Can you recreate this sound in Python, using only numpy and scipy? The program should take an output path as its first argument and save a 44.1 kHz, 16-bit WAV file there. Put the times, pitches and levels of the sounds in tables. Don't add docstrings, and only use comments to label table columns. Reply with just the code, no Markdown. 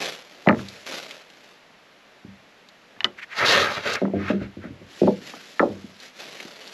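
import sys
import numpy as np
from scipy import signal
from scipy.fft import rfft, irfft, next_fast_len
from scipy.io import wavfile
from scipy.ndimage import uniform_filter1d, minimum_filter1d, map_coordinates

SR = 44100
rng = np.random.default_rng(int(sys.argv[2]) if len(sys.argv) > 2 else 0)


def unload_wav(signal):
    wavfile.write(
        sys.argv[1],
        SR,
        np.round(np.clip(np.atleast_2d(signal).T, -1, 1) * 32767).astype(np.int16),
    )


N = 296793

# (time [s], level [dB], length [s])
STEPS = [(0, -30, 0.056), (0.23, -50.5, 0.54), (0.859, -33.5, 0.12), (1.06, -42.5, 0.07),
         (1.288, -54, 0.22), (6.186, -41.5, .25), (6.473, -44.5, 0.35)]
STEP_ATTACK_S, STEP_FALL_DB_PER_S = 0.006, 104
# (time [s], level [dB], half length [s])
BRUSHES = [(.61, -44, 0.03), (.76, -48, 0.14), (5.02, -44.5, 0.083), (5.295, -40.5, 0.042),
           (5.39, -46.5, 0.21), (5.82, -53.5, 0.22), (6.04, -44.5, 0.038), (6.19, -47, 0.033)]
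# (frequency [Hz], relative density [dB per Hz])
LEAF_COLOUR = [(60, -66), (150, -2), (260, 0.5), (580, 6.5), (950, -3.5), (1600, 0), (2300, 1),
               (3900, -0.5), (5700, -6), (8000, -14.5), (11500, -17), (14000, -27.5)]
# (frequency [Hz], relative density [dB per Hz])
CLOTH_COLOUR = [(60, -30), (200, 0.5), (600, 0.5), (950, -9), (1600, 2), (2800, 1), (4200, -0.5),
                (5800, -4.5), (8000, -12.5), (11500, -16), (14000, -29.5)]
# (frequency [Hz], relative density [dB per Hz])
AIR_COLOUR = [(25, -15), (90, -15), (130, -6.5), (190, 0), (330, -3.5), (600, 0.5), (950, -4.5), (2000, -3),
              (4000, -10), (5700, -16.5), (8000, -24.5), (11500, -26.5), (14000, -38)]
AIR_DB = -53.5
# (time [s], peak [dB], centre frequency [Hz])
SNAPS = [(0.057, -19.5, 3650), (0.139, -31, 3120), (0.685, -28, 4170), (.865, -32, 3040),
         (1.109, -24.5, 2720), (1.136, -41, 2720), (1.301, -37.5, 3170), (2.6874, -37.5, 3840),
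         (6.001, -31.5, 4300), (6.369, -30.5, 2210), (6.401, -25.5, 2130), (6.676, -28.5, 4500)]
SNAP_T60_S = 0.037
# (time [s], level [dB], contact edge [Hz], lowest driven [Hz], ring length [factor],
#  place along board [0-1], rebound [gain 0-1])
KNOCKS = [ (0.4614, -31, 780, 530, 1.3, .9, 0), (0.4713, -12, 770, 183, 0.58, .092, 0.27),
          (0.4705, -26, 1850, 1200, 1, .6, 0), (0.4866, -15.5, 2820, 135, 0.3, 0.77, 0.3),
          (0.4928, -12, 1900, 172, 0.61, .31, 0.16), (0.5641, -31.5, 338, 80, 0.85, .26, 0.18),
          (0.5912, -39.5, 1340, 2000, .8, 0.7, 0.34), (2.242, -41, 328, 115, 0.59, .14, 0.37),
          (2.9631, -51.5, 2140, 55, 2.4, .8, 0.8), (3.005, -30, 3780, 1050, 1.1, 0.85, 0.13),
          (3.0436, -14, 4140, 1330, 0.86, .74, 0), (3.046, -33, 775, 250, 0.84, .4, 0),
          (4.0146, -20.5, 650, 226, 0.94, .88, 0.64), (4.0515, -30.5, 1320, 240, 0.17, 0.4, 0.66),
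          (4.134, -22, 610, 129, 1.35, .659, 0.63), (4.2994, -18.5, 624, 187, 0.72, .31, 0.53),
          (4.412, -29.5, 570, 71, 0.43, .109, 0.49), (4.5665, -36, 460, 80, .65, 0.27, .2),
          (4.6382, -35, 620, 100, 1.7, .919, .4), (4.7006, -37.5, 304, 69.4, 0.47, 0.19, 0.13),
          (4.8121, -43.5, 485, 65, 0.28, .89, 0.44), (5.0141, -14, 550, 196, 0.94, 0.14, 0.23),
          (5.031, -18, 660, 194, 0.56, .276, 0.6), (5.072, -21, 900, 370, 0.46, .162, 0),
          (5.077, -14, 865, 210, 0.53, 0.43, 0.07), (5.3359, -39.5, 1500, 204, 0.72, 0.34, 0.2),
          (5.5939, -17.5, 1730, 1130, 1, 0.69, 0.3), (5.601, -17.5, 785, 215, 1.07, .188, 0.28),
          (5.627, -15.5, 780, 400, 0.47, .734, 0.3), (5.6974, -31.5, 575, 70, 1.06, .722, 0.12),
          (5.8382, -37.5, 270, 202, 0.5, 0, 0.14), (6.448, -41, 380, 185, 0.96, 0.02, 0.06)]
# (frequency [Hz], level [dB], t60 at ring factor 1 [s])
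BOARD_MODES = [(93.3, -5.5, 0.57), (123.2, -8.5, 0.54), (171.3, -4, 0.2), (196.6, 0, 0.4), (230, 3.5, 0.15),
               (273.2, -0.5, 0.21), (301.3, -1.5, 0.21), (356.8, 3, 0.17), (399, -0.5, 0.15),
               (422, -18, 0.17), (428, -8, 0.035), (494, -6.5, 0.27), (572, -1, 0.18), (616, -0.5, 0.25),
               (695, -1.5, 0.11), (792, -4.5, 0.19), (858, -3.5, 0.26), (1019, -9, 0.045), (1258, 5, 0.067),
               (1365, -2.5, 0.17), (1460, -33, 0.08), (1736, 14, 0.026), (1817, -2, 0.12),
               (1946, 4.5, 0.029), (1990, 6, 0.27), (2423, 0, 0.078), (3030, -14, 0.1), (2970, 14.5, 0.019),
               (3615, 6.5, 0.043), (4130, 8.5, 0.076)]
# (frequency [Hz], t60 at ring factor 1 [s])
CROWD_T60 = [(100, 0.61), (300, 0.57), (700, 0.2), (1500, 0.082), (3000, 0.018), (9000, 0.097)]
BOUNCE_S, BOUNCE_SHRINK, BOUNCE_SCATTER = .024, 0.83, 0.1524
BOUNCE_LOSS_DB, BOUNCE_DULL = 6.5, 0.68
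# (time [s], level [dB], half length [s], centre frequency [Hz])
SLIPS = [(3.192, -36.5, 0.0096, 1880), (3.232, -34, 0.0096, 1920), (3.329, -36, 0.016, 1900),
         (3.938, -30.5, 0.0035, 5960), (3.955, -31, 0.0035, 4600), (4.649, -44.5, 0.023, 1580)]
# (time [s], friction level [dB], treble over that level [dB])
DRAG = [(3.28, -55, -9), (3.32, -49, -16), (3.352, -40.5, -6.5), (3.385, -26, -1.5), (3.42, -19.5, -16),
        (3.447, -17, -20), (3.46, -20.5, -1.5), (3.51, -20.5, 2), (3.55, -20, -5), (3.62, -21.5, -3.5),
        (3.69, -27, -11.5), (3.75, -33.5, -1), (3.78, -29, -12.5), (3.822, -42, -3.5), (3.866, -25.5, -9),
        (3.94, -31, -1), (3.97, -28, -24), (4.0, -45.5, -5.5)]
BODY_START_DB, BODY_DB, BODY_BUILD_S = -30.5, -6.5, .19
# (time [s], level [dB], half length [s])
SHOVES = [(4.265, -35.5, 0.06), (4.298, -28.5, .016), (4.435, -42.5, 0.027)]
# (frequency [Hz], relative density [dB per Hz])
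BODY_COLOUR = [(30, -41), (70, -8), (110, -5), (200, -4.5), (320, -3.5), (450, 1.5), (600, 5), (760, -17),
               (1000, -29), (1500, -41)]
# (frequency [Hz], relative density [dB per Hz])
RASP_COLOUR = [(100, -64), (600, -10), (1000, -7), (1250, -2.5), (1750, 2), (2200, -3), (2700, -8),
               (3300, -18), (5000, -64), (9000, -51)]
# (frequency [Hz], relative density [dB per Hz])
HISS_COLOUR = [(100, -58), (1800, -57), (2800, -2), (3400, -5.5), (3950, 1), (4700, -5), (6200, -11.5),
               (8000, -22.5), (11500, -26), (14000, -50)]
# (frequency [Hz], gain [dB])
PORT = [(7400, 0), (8600, -7.5), (9100, -15), (9600, -6.5), (11500, 1.5), (12800, -4), (13800, -13)]
TOP_HZ = 14077


def amp(db):
    return 10 ** (np.asarray(db) / 20)


def unit(x):
    return x / np.sqrt(np.mean(x ** 2) + 1e-20)


def along(points, hz):
    point_hz, value = np.transpose(points)
    return np.interp(np.log(hz + 1), np.log(point_hz + 1), value)


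def filtered(x, response):
    m = next_fast_len(len(x) + SR // 4)
    return irfft(rfft(x, m) * response(np.fft.rfftfreq(m, 1 / SR)), m)[:len(x)]


def coloured(x, spectrum):
    return unit(filtered(x, lambda hz: amp(along(spectrum, hz))))


def slope(hz, edge_hz, kind, order):
    return signal.freqs(*signal.butter(order, 1, kind, analog=True), hz / edge_hz)[1]


def resonance(hz, centre_hz, width_hz):
    return 1j * hz * width_hz / (centre_hz ** 2 - hz ** 2 + 1j * hz * width_hz)


def add(track, time_s, sound):
    start = max(round(time_s * SR), 0)
    track[start:start + len(sound)] += sound[:max(N - start, 0)]


def gains(rows):
    times_s, *columns_db = np.transpose(rows)
    t = np.arange(N) / SR
    corners_s = [times_s[0] - .015, times_s[0], times_s[-1], times_s[-1] + 0.11]
    gate = np.interp(t, corners_s, [0, 1, 1, 0])
    return np.array([gate * amp(np.interp(t, times_s, db)) for db in columns_db])


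def swells(rows):
    t = np.arange(N) / SR
    power = sum(amp(db) ** 2 * np.exp(-((t - s) / half_s) ** 2) for s, db, half_s in rows)
    return np.sqrt(power)


def grains(rate_hz, spread_db, clump_db, clump_rate_hz):
    hits = (rng.random(N) < rate_hz / SR) * rng.choice([-1, 1], N)
    sizes = amp(spread_db * np.clip(rng.standard_normal(N), -2, 2))
    clumps = map_coordinates(rng.standard_normal(N // 20), [np.arange(N) * clump_rate_hz / SR])
    return unit(hits * sizes * amp(clump_db * clumps))


def wandering(x, depth_db):
    spectrum = signal.stft(x, nperseg=1024)[2]
    field = uniform_filter1d(rng.standard_normal(spectrum.shape), size=4, axis=0)
    field = uniform_filter1d(field, size=7, axis=1)
    return signal.istft(spectrum * amp(depth_db * unit(field)), nperseg=1024)[1][:N]


def tread(time_s, db, length_s):
    t = np.arange(N) / SR - time_s
    attack = np.clip(t / STEP_ATTACK_S, 0, 1)
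    return attack * amp(db - STEP_FALL_DB_PER_S * np.maximum(t - length_s, 0))


def rustle():
    crackle = grains(rate_hz=2800, spread_db=4.8, clump_db=1.4, clump_rate_hz=130)
    crackle = coloured(wandering(crackle, depth_db=1.6), LEAF_COLOUR)
    swish = grains(rate_hz=5000, spread_db=4, clump_db=1.4, clump_rate_hz=90)
    swish = coloured(wandering(swish, depth_db=1.6), CLOTH_COLOUR)
    steps = np.max([tread(*step) for step in STEPS], axis=0)
    return steps * crackle + swells(BRUSHES) * swish


def outdoor_air():
    return amp(AIR_DB) * coloured(rng.standard_normal(N), AIR_COLOUR)


def snaps(relative_width=0.25):
    out, t = np.zeros(N), np.arange(SR // 16) / SR
    for s, peak_db, centre_hz in SNAPS:
        burst = rng.standard_normal(len(t)) * amp(-60 * t / SNAP_T60_S)
        stalk = lambda hz: resonance(hz, centre_hz, relative_width * centre_hz)
        band = lambda hz: slope(hz, 1000, "high", order=2) * slope(hz, 10600, "low", order=2)
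        tick = filtered(burst, lambda hz: stalk(hz) * band(hz))
        add(out, s, amp(peak_db) * tick / np.abs(tick).max())
    return out


def board_ring(ring, place, crowd_db=-7, push_db=-5, scatter_db=3.3):
    t = np.arange(SR // 2) / SR
    hz, db, t60_s = np.transpose(BOARD_MODES)[:, :, None]
    order = np.arange(2, len(BOARD_MODES) + 2)
    shape = np.sin(np.pi * np.clip(place, .03, .97) * order)[:, None]
    life_s = np.minimum(t60_s * ring, 110 / hz)
    level_db = db + rng.normal(0, scatter_db, db.shape) - 60 * t / life_s
    modes = np.sum(shape * amp(level_db) * np.sin(2 * np.pi * hz * t), 0)

    bin_hz, when_s, noise = signal.stft(rng.standard_normal(len(t)), SR, nperseg=128)
    crowd_life_s = ring * along(CROWD_T60, bin_hz)[:, None]
    crowd = signal.istft(noise * amp(-60 * when_s / crowd_life_s), SR, nperseg=128)[1][:len(t)]

    push = signal.unit_impulse(len(t))
    even = lambda x: x / np.linalg.norm(filtered(x, lambda f: slope(f, 1500, "low", order=2)))
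    return even(modes) + amp(crowd_db) * even(crowd) + amp(push_db) * even(push)


def blow(edge_hz, low_hz, ring, place, crack_db=-34, thud_db=-24):
    travel = lambda hz: np.exp(-4j * np.pi * .0016 * np.sqrt(hz * 1000))
    crack = lambda hz: amp(crack_db) * slope(hz, 2.0 * edge_hz, "low", order=3)
    contact = lambda hz: slope(hz, edge_hz, "low", order=6) + crack(hz)
    thud = lambda hz: amp(thud_db) * slope(hz, 68, "high", order=2)
    reach = lambda hz: slope(hz, low_hz, "high", order=3) + thud(hz)
    sound = filtered(board_ring(ring, place), lambda hz: contact(hz) * reach(hz) * travel(hz))
    return sound / np.std(sound[:SR // 50])


def bounces(hz, count=4):
    k = np.arange(count)
    flights_s = BOUNCE_S * BOUNCE_SHRINK ** k * np.exp(BOUNCE_SCATTER * rng.standard_normal(count))
    delays_s = np.cumsum(flights_s)
    return amp(-BOUNCE_LOSS_DB * k) @ np.exp(-2j * np.pi * np.outer(delays_s, hz))


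def knocks():
    out = np.zeros(N)
    for s, db, edge_hz, low_hz, ring, place, rebound in KNOCKS:
        first = blow(edge_hz, low_hz, ring, place)
        other_end = blow(BOUNCE_DULL * edge_hz, BOUNCE_DULL * low_hz, ring, 1 - place)
        chatter = filtered(other_end, bounces)
        add(out, s, amp(db) * (first + rebound * chatter))
    return out


def yard(x, wet_db, t60_s):
    t = np.arange(SR // 2) / SR
    colour = [(60, 0), (400, 0), (1500, -12), (4000, -19), (10000, -26)]  # (Hz, dB)
    tail = coloured(rng.standard_normal(len(t)), colour)
    tail = tail * amp(-60 * t / t60_s) * (1 - np.exp(-t / 0.025))
    return amp(wet_db) * signal.fftconvolve(x, tail / np.linalg.norm(tail))[:N]


def slips(relative_width=0.59):
    out = np.zeros(N)
    for s, db, half_s, centre_hz in SLIPS:
        band = lambda hz: resonance(hz, centre_hz, relative_width * centre_hz) ** 2
        rub = filtered(rng.standard_normal(N), band)
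        out += swells([(s, db, half_s)]) * unit(rub)
    return out


def through_board(x, ring_db):
    def modes(f):
        total = 0
        for k, (hz, db, t60_s) in enumerate(BOARD_MODES):
            width_hz = np.log(1000) / np.pi / t60_s
            total = total + (-1) ** k * amp(np.minimum(db, 2)) * resonance(f, hz, width_hz)
        return total
    return x + amp(ring_db) * filtered(x, modes)


def slides(hiss_db=-.5, shove_hiss_db=-15):
    catches = grains(rate_hz=7000, spread_db=3, clump_db=1.3, clump_rate_hz=280)
    catches = wandering(through_board(catches, ring_db=-4), depth_db=2.1)
    body = coloured(catches, BODY_COLOUR)
    rasp = coloured(catches, RASP_COLOUR)
    hiss = coloured(catches, HISS_COLOUR)
    friction, treble = gains(DRAG)
    since_start_s = np.arange(N) / SR - DRAG[0][0]
    body_db = np.interp(since_start_s, [0, BODY_BUILD_S], [BODY_START_DB, BODY_DB])
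    drag = friction * (amp(body_db) * body + rasp + amp(hiss_db) * treble * hiss)
    shoves = swells(SHOVES) * (rasp + amp(shove_hiss_db) * hiss)
    return drag + shoves


def limited(x, ceiling):
    needed = np.minimum(1, ceiling / (np.abs(x) + 1e-9))
    held = minimum_filter1d(needed, SR // 200)
    return x * uniform_filter1d(held, SR // 200)


def scene():
    wood = knocks() + slips() + slides()
    tail = yard(wood, wet_db=-29, t60_s=0.15)
    return (rustle() + outdoor_air() + snaps() + wood + tail)[None]


def record(dry):
    held = limited(dry[0], ceiling=.84)
    return filtered(held, lambda hz: amp(along(PORT, hz)) * (hz < TOP_HZ))[None]


dry = scene()
out = record(dry)
unload_wav(out)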